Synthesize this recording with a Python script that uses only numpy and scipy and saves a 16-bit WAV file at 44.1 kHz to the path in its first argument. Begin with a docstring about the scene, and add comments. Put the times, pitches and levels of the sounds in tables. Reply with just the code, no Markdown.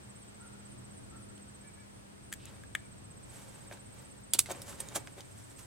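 """In a summer garden crickets chirp over distant traffic; a far vehicle passes and a few birds call.
A few metres away someone ties a bent sapling to a plywood disc: the wire tightens by stick and slip,
ticking and dragging over the bark. Hands and shoes then scuff over wood and a tarpaulin, bumps ring
the disc, and pliers clack onto other tools, each blow echoed briefly by a woodpile.
Last, the tarpaulin rustles as the worker gets up."""
import sys
import numpy as np
from scipy import signal
from scipy.fft import rfft, irfft, next_fast_len
from scipy.io import wavfile
from scipy.ndimage import uniform_filter1d

SR = 44100
rng = np.random.default_rng(int(sys.argv[2]) if len(sys.argv) > 2 else 0)


def master_out(mix):
    """Clip the mix to full scale and print it as 16-bit PCM to the path in sys.argv[1]."""
    frames = np.transpose(np.atleast_2d(mix))
    ceiling = np.clip(frames, -1, 1)
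    pcm = np.round(ceiling * 32767).astype(np.int16)
    wavfile.write(sys.argv[1], SR, pcm)


N = 249586
TIME = np.arange(N) / SR
HIT_TIME = TIME[:SR // 4]


def undb(db):
    """Amplitude ratio of a level in decibels."""
    return 10 ** (np.asarray(db) / 20)


def unit(x):
    """Normalisation to rms 1."""
    return x / np.sqrt(np.mean(x ** 2))


def curves(table):
    """Linear interpolation of each column over time."""
    s, *columns = np.transpose(table)
    return [np.interp(TIME, s, c) for c in columns]


def shape(x, gain):
    """Filtering as multiplication of the spectrum by gain(frequency)."""
    n = next_fast_len(x.shape[-1])
    hz = np.fft.rfftfreq(n, 1 / SR) + 1e-6
    return irfft(rfft(x, n) * gain(hz), n)[..., :x.shape[-1]]


def colour(x, points):
    """Spectral envelope through (frequency [Hz], gain [dB]) points on a logarithmic axis."""
    hz, db = np.transpose(points)
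    return shape(x, lambda f: undb(np.interp(np.log(f), np.log(hz), db)))


def resonate(x, hz, width):
    """Response of a damped resonator, gain 1 at its centre."""
    return shape(x, lambda f: 1 / (1 + 1j * (f / hz - hz / f) * hz / width))


def band(x, hz, width):
    """Band-pass of two equal resonators in cascade."""
    return resonate(resonate(x, hz, width), hz, width)


def wander(rate):
    """Smooth random fluctuation with a spread near 1 and `rate` new values a second."""
    k = int(SR / rate)
    return uniform_filter1d(np.repeat(rng.standard_normal(N // k + 2), k), k)[:N]


def noise(size=N):
    """Uncorrelated white noise, left and right."""
    return rng.standard_normal((2, size))


def grains(per_s, spread_db):
    """Friction as a Poisson train of tiny slips of uneven size."""
    size = undb(spread_db * np.minimum(rng.exponential(size=N), 4)) * rng.choice([-1, 1], N)
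    return size * (rng.random(N) < per_s / SR)


def add(track, s, sound):
    """Superposition of a sound on a track from time s on."""
    i = max(int(s * SR), 0)
    track[..., i:i + sound.shape[-1]] += sound[..., :max(N - i, 0)]


def ring(modes, ratio=1, scatter=.016):
    """Free vibration: a sum of damped modes, slightly different on every blow."""
    out = np.zeros(len(HIT_TIME))
    for k, (hz, db, t60) in enumerate(modes):
        stray_db, detune = rng.standard_normal(2)
        phase = 2 * np.pi * hz * ratio * (1 + scatter * detune) * HIT_TIME + np.pi * k
        out += undb(db + stray_db - 60 * HIT_TIME / t60) * np.sin(phase)
    return out


def add_hit(track, s, sound, db, echo_db, delay_s=.0065):
    """Direct sound of a blow (level over 10 ms) and its diffuse reflection off the woodpile's logs."""
    sound = unit(sound) * undb(db) * np.sqrt(SR / 100 / len(HIT_TIME))
    logs = noise(len(HIT_TIME)) * np.exp(-HIT_TIME / .0033)
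    echo = signal.fftconvolve(sound[None], logs / np.sqrt(np.sum(logs ** 2) / 2), axes=1)
    add(track, s, sound)
    add(track, s + delay_s, undb(echo_db) * echo)


def garden(x, pan_db, near_db, far_db):
    """Scattering: early off disc and ground, later off fence and trees. Positive pan favours the left."""
    response = 0
    for t60, db in ((.025, near_db), (.22, far_db)):
        tail = noise(len(HIT_TIME)) * undb(-60 * HIT_TIME / t60) * (HIT_TIME > .001)
        response += undb(db) * tail / np.sqrt(np.sum(tail ** 2) / 2)
    left = shape(x[0], lambda f: np.exp(-2j * np.pi * f * 17e-6))  # 17 microseconds late
    scattered = signal.fftconvolve(x, response, axes=1)[:, :N]
    return (np.array([left, x[1]]) + scattered) * undb([[pan_db / 2], [-pan_db / 2]])


# ticks of the wire, one followed by its sharp echo
# (time [s], level [dB], pitch [ratio], overtones [dB], treble [dB])
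WIRE_TICKS = [(1.378, -61, 1.7, -8, 3), (2.32, -54.5, 1, -8, -2), (2.3263, -38.5, 1.084, -4.5, 2.5),
              (2.3368, -43, 1.06, -11, 8), (2.4547, -50, 1.46, -13, 20), (2.636, -54, 1.01, -12, -8),
              (2.7508, -30, 1.06, -5.5, -9)]
# low, middle and high modes of wire and sapling (frequency [Hz], level [dB], T60 [s])
WIRE_MODES = [(1150, -22, .025), (1610, 0, .018), (1770, -2, .013), (2000, -3, .010)]
WIRE_OVERTONES = [(2300, 0, .008), (2650, -3, .008), (2972, -5, .013), (3250, -5, .009)]
WIRE_TREBLE = [(6130, -10, .022), (7800, 14, .0036), (7500, -2, .017), (8700, -4, .014)]
# spectrum of the snap (frequency [Hz], level [dB])
WIRE_SNAP = [(400, -9), (1500, -12), (3400, 0), (5000, -5), (7500, 7), (10000, 0), (16000, -8)]


def wire(snap_db=4, echo_db=-18):
    """Stick-slip excitation: wire and sapling ring together, a woody note under a metallic tick."""
    out = np.zeros((2, N))
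    for s, db, ratio, overtones_db, treble_db in WIRE_TICKS:
        snap = colour(noise(len(HIT_TIME))[0], WIRE_SNAP) * np.exp(-HIT_TIME / .0022)
        # brighter ticks carry more of the broadband snap
        tick = unit(ring(WIRE_TREBLE)) + undb(treble_db / 2 + snap_db) * unit(snap)
        note = unit(ring(WIRE_MODES, ratio)) + undb(overtones_db) * unit(ring(WIRE_OVERTONES, ratio))
        add_hit(out, s, note + undb(treble_db) * unit(tick), db, echo_db)
    return garden(out, pan_db=1.6, near_db=-12, far_db=-17.5)


# drag of the wire (start [s], end [s], centre [Hz], bandwidth [Hz], level [dB])
WIRE_RUB = (2.39, 2.51, 3000, 2200, -62)


def wire_rub():
    """Sliding friction: the wire drags over the bark in uneven little slips before it catches."""
    start, end, hz, width, db = WIRE_RUB
    slips = unit(band(grains(per_s=1700, spread_db=1), hz, width))
    window = np.exp(-((2 * TIME - start - end) / (end - start)) ** 8)
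    drag = slips * window * undb(db + 2 * wander(60))
    return garden(np.array([drag, drag]), pan_db=0, near_db=-10, far_db=-16)


# impacts on other tools (time [s], level [dB], chatter decay [s], tilt [dB/octave],
# note frequency [Hz], relative note level [dB], note T60 [s])
CLACKS = [(4.3352, -23, 0.0038, 2.5, 3360, -9, 0.016), (4.346, -34, 0.01, -4, 4500, -4, .016),
          (4.388, -34, 0.0052, -1, 4520, -8, .01), (4.3912, -18.5, 0.0022, -1.5, 11050, -2, 0.011),
          (4.4, -31.5, 0.0078, 1.5, 8580, -7, .035), (4.459, -45.5, 0.025, -6, 2120, -2, .012),
          (4.5132, -41, 0.0032, 0.5, 8200, -2, .015), (4.5191, -43, 0.0039, 2, 6470, 2, 0.022),
          (4.618, -44.5, 0.0088, 3, 5300, -4, 0.022), (4.803, -36, 0.0067, 2, 8660, 6, 0.024),
          (4.8872, -47.5, 0.0011, -2, 6900, 8, 0.0065)]
# spectrum of the chattering jaws (frequency [Hz], level [dB])
CHATTER = [(300, -8), (1100, -12), (2200, -5.5), (3600, 3), (5000, 1.5), (6500, 1.5), (8200, 11),
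           (9400, 3.5), (11200, 2), (16000, -7)]
# modes of the pliers (frequency [Hz], level [dB], T60 [s])
STEEL_MODES = [(1750, -13, .012), (2550, -9, .008), (3700, 3, .011), (4520, -1, .011), (5000, -2, .009),
               (6050, -2, .014), (7580, -3, .014), (7950, -1, .011), (8580, 5, .017), (9410, -3, .016),
               (10200, 2, .016), (11000, 0, .014), (12700, -3, .016), (14800, -8, .014)]


def pliers(chatter_db=4, echo_db=-14):
    """Impact of steel on steel: the jaws chatter and ring, and the tool struck adds its own note."""
    out = np.zeros((2, N))
    for s, db, chatter_s, tilt_db, note_hz, note_db, note_t60 in CLACKS:
        contacts = np.tanh(unit(colour(noise(len(HIT_TIME))[0], CHATTER)))
        chatter = contacts * np.exp(-HIT_TIME / chatter_s)
        jaws = ring(STEEL_MODES, scatter=.002) * (1 - np.exp(-HIT_TIME / .0003))
        note = ring([(note_hz, 0, note_t60)], scatter=.002)
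        clack = unit(jaws) + undb(chatter_db) * unit(chatter)
        clack = colour(np.roll(clack, 8), [(1000, -3 * tilt_db), (16000, tilt_db)])
        add_hit(out, s, np.sqrt(2) * unit(clack) + undb(note_db) * unit(note), db, echo_db)
    return garden(out, pan_db=-3, near_db=-15, far_db=-20.5)


# bumps of disc and sapling (time [s], level [dB], favoured frequency [Hz])
KNOCKS = [(3.712, -50, 693), (4.3475, -46.5, 320), (4.487, -48, 805), (4.497, -44.5, 760),
          (4.505, -40, 727), (4.511, -52, 258), (4.549, -49.5, 255), (4.9575, -42.5, 645),
          (4.964, -39.5, 544), (4.977, -44, 398), (5.075, -58, 1220), (5.178, -50.5, 340)]
# modes of the plywood and the ground beneath (frequency [Hz], bandwidth [Hz], level [dB])
PLYWOOD_MODES = [(200, 45, -7), (300, 60, -5), (365, 45, 1), (565, 42, 0), (727, 50, 2), (930, 170, -6),
                 (1220, 150, -4), (1690, 2000, -11)]


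def knocks(contact_s=.00027, falloff_db_per_octave=7, echo_db=-11):
    """Modal response of plywood: the spot struck favours some modes, and broader ones decay sooner."""
    out = np.zeros((2, N))
    for s, db, favoured_hz in KNOCKS:
        modes = []
        for hz, width, mode_db in PLYWOOD_MODES:
            octaves = abs(np.log2(hz / favoured_hz))
            t60 = np.log(1000) / (np.pi * width)
            modes.append((hz, mode_db - falloff_db_per_octave * octaves, t60))
        add_hit(out, s, ring(modes) * (1 - np.exp(-HIT_TIME / contact_s)), db, echo_db)
    return garden(out, pan_db=4, near_db=-19.5, far_db=-13)


# light contacts (time [s], level [dB], centre [Hz])
TAPS = [(3.712, -53, 1380), (3.7225, -55, 900), (3.726, -54.5, 2600), (3.773, -61, 1500),
        (3.941, -62.5, 13900), (4.021, -64, 13000), (4.21, -66, 14000), (4.549, -55, 1290),
        (4.57, -69, 3500), (4.73, -55.5, 1390), (4.959, -50, 7000), (4.966, -42, 7040), (5.0727, -49, 2110),
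        (5.2067, -50.5, 4100)]


def taps(decay_s=.0019, width_ratio=1.65, echo_db=-9):
    """Heavily damped impacts: fingers, wire ends and tarpaulin creases tap without a pitch."""
    out = np.zeros((2, N))
    for s, db, hz in TAPS:
        burst = noise(len(HIT_TIME))[0] * np.exp(-HIT_TIME / decay_s)
        add_hit(out, s, band(burst, hz, hz * width_ratio), db, echo_db)
    return garden(out, pan_db=-1, near_db=-12, far_db=-18)


# scuffs of hands, shoes and sapling (time [s], swell time [s], wood level [dB], crackle level [dB])
SCUFFS = [(2.5, 0.06, -59, -70), (3.357, 0.069, -57.5, -56.5), (3.727, 0.017, -53, -58),
          (3.99, 0.067, -60.5, -63.5), (4.505, 0.0112, -40.5, -48), (4.692, 0.019, -54.5, -46.5),
          (4.803, 0.015, -50.5, -50.5), (4.923, 0.0079, -52, -68), (4.959, 0.0057, -36.5, -30),
          (5.184, 0.011, -51.5, -58), (5.38, 0.053, -79, -63), (5.593, 0.0081, -59, -49)]
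# the worker reaches, shifts and gets up (start [s], end [s], wood level [dB], crackle level [dB])
MOVES = [(3.42, 3.69, -63, -64), (4.5, 5.02, -58, -62.5), (5.02, 5.2, -65, -64), (5.22, 5.7, -71, -64)]


def rubbing_power(fall_ratio=1.9, edge_s=.04, surge_db=2.3):
    """Incoherent addition: powers of brief scuffs and surging moves sum, on wood and on tarpaulin."""
    strokes = []
    for s, swell_s, *levels in SCUFFS:
        slope_s = np.where(TIME < s, swell_s, swell_s * fall_ratio)
        strokes.append((np.exp(-np.abs(TIME - s) / slope_s), levels))
    surge = undb(surge_db * wander(30))
    for start, end, *levels in MOVES:
        hold = (np.tanh((TIME - start) / edge_s) - np.tanh((TIME - end) / edge_s)) / 2
        strokes.append((hold * surge, levels))
    return sum(np.outer(undb(levels), stroke) ** 2 for stroke, levels in strokes)


def plywood(force):
    """Forced vibration: the disc's modes respond as parallel resonators of alternating sign."""
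    return sum((-1) ** k * undb(db) * resonate(force, hz, width)
               for k, (hz, width, db) in enumerate(PLYWOOD_MODES))


# spectrum of the tarpaulin's crackle (frequency [Hz], level [dB])
CRACKLE = [(300, 1), (1200, 4), (2500, 0.5), (5000, -0.5), (7500, 8), (11000, 4.5), (16000, -10)]


def scuffs(apart_db=-5):
    """Friction noise: dense slips drum on the plywood and crackle in the tarpaulin."""
    wood_power, crackle_power = rubbing_power()
    slips = grains(per_s=6000, spread_db=1)
    body = plywood(slips * np.sqrt(wood_power)) / np.std(plywood(slips))
    # the sheet is wide: part of its crackle reaches only one side
    shared, left, right = (unit(colour(grains(per_s=7700, spread_db=3), CRACKLE)) for _ in range(3))
    crackle = np.array([np.roll(shared, 1), shared]) + undb(apart_db) * np.array([left, right])
    tarpaulin = crackle * np.sqrt(crackle_power) * undb([[-1], [1]])
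    return garden(np.array([body, body]), pan_db=1, near_db=-4.5, far_db=-6) + tarpaulin


# runs of wing strokes (start [s], end [s], stroke rate [1/s], starting level [dB])
CRICKET_RUNS = [(.041, .69, 16.13, -53.5), (.724, 1.84, 15.68, -53.3), (2.243, 2.77, 16.18, -57.5),
                (2.799, 3.02, 16.18, -55.3), (3.051, 4.27, 15.93, -52.3), (4.313, 5.66, 15.9, -54)]


def near_cricket(top_hz=8370, rise_hz=330, drop_hz=1050, sag_db_per_s=1, uneven_db=1.4, rasp=.4):
    """Stridulation: pitch follows wing speed, rising in each stroke and then hooking downward."""
    u = np.linspace(-1, 1, int(.022 * SR))  # position within a stroke
    hz = top_hz - np.where(u < 0, rise_hz, drop_hz) * u ** 2
    out, teeth = np.zeros(N), np.tile(wander(900), 2)
    for start, end, rate, start_db in CRICKET_RUNS:
        for s in np.arange(start, end, 1 / rate):
            detune, size = rng.standard_normal(2)
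            db = start_db - sag_db_per_s * (s - start) + uneven_db * size
            phase = 2 * np.pi * np.cumsum(hz * (1 + .006 * detune)) / SR
            tone = np.sin(phase + rasp * teeth[int(s * SR):][:len(u)])
            add(out, s - len(u) / SR / 2, tone * np.sqrt(1 - u ** 2) * undb(db))
    return garden(np.array([out, out]), pan_db=-3, near_db=-12, far_db=-14)


# a second cricket's bouts (start [s], end [s], trill rate [1/s], level [dB])
TRILL_BOUTS = [(.2, 1.3, 3.88, -64), (1.68, 3, 3.4, -67.5), (3.85, 4.4, 4.4, -67)]


def far_crickets(chorus_hz=8450, chorus_db=-65.5, trill_hz=9130, trill_s=.045):
    """Amplitude-modulated narrow-band noise: a wavering chorus in the grass and one cricket's trills."""
    chorus = unit(band(noise(), chorus_hz, width=1200)) * undb(chorus_db + wander(16))
    bouts = sum(undb(db) * np.exp(-np.abs((TIME - s) / trill_s) ** 4)
                for start, end, rate, db in TRILL_BOUTS for s in np.arange(start, end, 1 / rate))
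    return chorus + unit(band(noise(), trill_hz, width=380)) * bouts


# far calls (time [s], frequency [Hz], level [dB], hoarseness [0-1], tree echo [dB])
BIRD_CALLS = [(.435, 1385, -58, .9, 3.5), (1.152, 1345, -57, .9, 1), (1.66, 1710, -63.5, .3, -6),
              (1.675, 2290, -64, .25, -6), (1.8, 1700, -65, .3, -6), (1.81, 2280, -65, .25, -6),
              (2.84, 2290, -67, .3, -8)]


def birds(note_s=.091, waver=.008, arch=.065, trees_t60=1.3):
    """Modulated tones: arched calls, hoarse with jitter and a subharmonic throb, echo among trees."""
    direct, to_trees = np.zeros((2, N))
    u = np.linspace(-1, 1, int(note_s * SR))
    for s, hz, db, rough, trees_db in BIRD_CALLS:
        pitch = hz * (1.012 - arch * u ** 2 + waver * wander(140)[:len(u)])
        phase = 2 * np.pi * np.cumsum(pitch) / SR + rough * wander(260)[:len(u)]
        throb = 1 + rough ** 2 / 2 * np.cos(phase / 3)
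        call = undb(db) * (1 - u ** 2) * np.sin(phase) * throb
        add(direct, s - note_s / 2, call)
        add(to_trees, s - note_s / 2, undb(trees_db) * call)
    trees = noise(SR) * undb(-60 * TIME[:SR] / trees_t60) * (TIME[:SR] > .03)
    echo = signal.fftconvolve(to_trees[None], trees / np.linalg.norm(trees[0]), axes=1)[:, :N]
    leaf_flutter = np.cos(wander(120)) * undb(2 * wander(35))
    return direct + leaf_flutter * echo


# a far vehicle (closest approach [s], swell time [s], centre [Hz], bandwidth [Hz], level [dB])
PASSING = (1.15, .45, 290, 100, -60.5)


def passing_vehicle():
    """A moving source: its band of noise swells on approach and fades with distance."""
    s, swell_s, hz, width, db = PASSING
    return unit(band(noise(), hz, width)) * undb(db) * np.exp(-((TIME - s) / swell_s) ** 2)


# tone of a distant engine (time [s], frequency [Hz], rms level [dB])
ENGINE = [(0.15, 203.3, -61.5), (.6, 202.9, -58.5), (1.5, 201.5, -59.5), (2.1, 200.9, -61.5),
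          (2.51, 198.6, -64), (3.95, 201.4, -65.5), (4.84, 202.5, -66), (5.0, 198.7, -72)]


def engine_and_hum(hum_hz=124, hum_db=-62):
    """Slow modulation of pitch and level: a far engine's tone drifts above a low, wavering hum."""
    hz, db = curves(ENGINE)
    amplitude = np.sqrt(2) * undb(db + .84 * wander(8.1))
    engine = amplitude * np.sin(2 * np.pi * np.cumsum(hz + .34 * wander(4.3)) / SR)
    hum_phase = 2 * np.pi * np.cumsum(hum_hz + 3 * wander(6)) / SR
    return engine + undb(hum_db + 3 * wander(5.6)) * np.sin(hum_phase)


# spectrum of the outdoor air (frequency [Hz], relative spectral density [dB])
AIR = [(15, -40), (28, -15), (60, -5), (105, 0.5), (175, -8), (290, -11.7), (450, -17.3), (800, -22),
       (1500, -24.7), (4000, -31.5), (7000, -33.8), (8300, -32), (9900, -39.5), (16000, -45.5)]
# stereo width of the air (frequency [Hz], side minus mid [dB])
AIR_WIDTH = [(30, 3), (70, -8.5), (180, 1), (400, 5), (700, 7), (1500, 3), (8000, 3.5), (15000, -0.5)]
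# swells of the traffic rumble (time [s], gain [dB])
RUMBLE = [(0, -3.5), (1.05, 0.5), (1.8, -4), (2.4, 0.5), (4.3, -2), (4.9, 1), (5.66, -2.5)]


def ambience(air_db=-54.3, crossover_hz=380):
    """Diffuse noise field: wide, soft hiss over a slowly swelling traffic rumble."""
    mid, side = noise()
    air = colour(mid + colour(side, AIR_WIDTH) * [[1], [-1]], AIR)
    air *= undb(air_db) / np.std(air.mean(axis=0))
    rumble = shape(air, lambda f: 1 / (1 + (f / crossover_hz) ** 4))
    hiss = (air - rumble) * undb(.5 * wander(.67))
    return hiss + rumble * undb(curves(RUMBLE)[0] + .24 * wander(15))


def scene():
    """Superposition of the handiwork, the animals and the distant background."""
    handiwork = wire() + wire_rub() + pliers() + taps() + knocks() + scuffs()
    animals = near_cricket() + far_crickets() + birds()
    return handiwork + animals + passing_vehicle() + engine_and_hum() + ambience()


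def record(dry):
    """Band limiting: a steep elliptic low-pass cuts the treble above 16 kHz."""
    return signal.sosfilt(signal.ellip(8, .2, 70, 16000, fs=SR, output="sos"), dry)


dry = scene()
out = record(dry)
master_out(out)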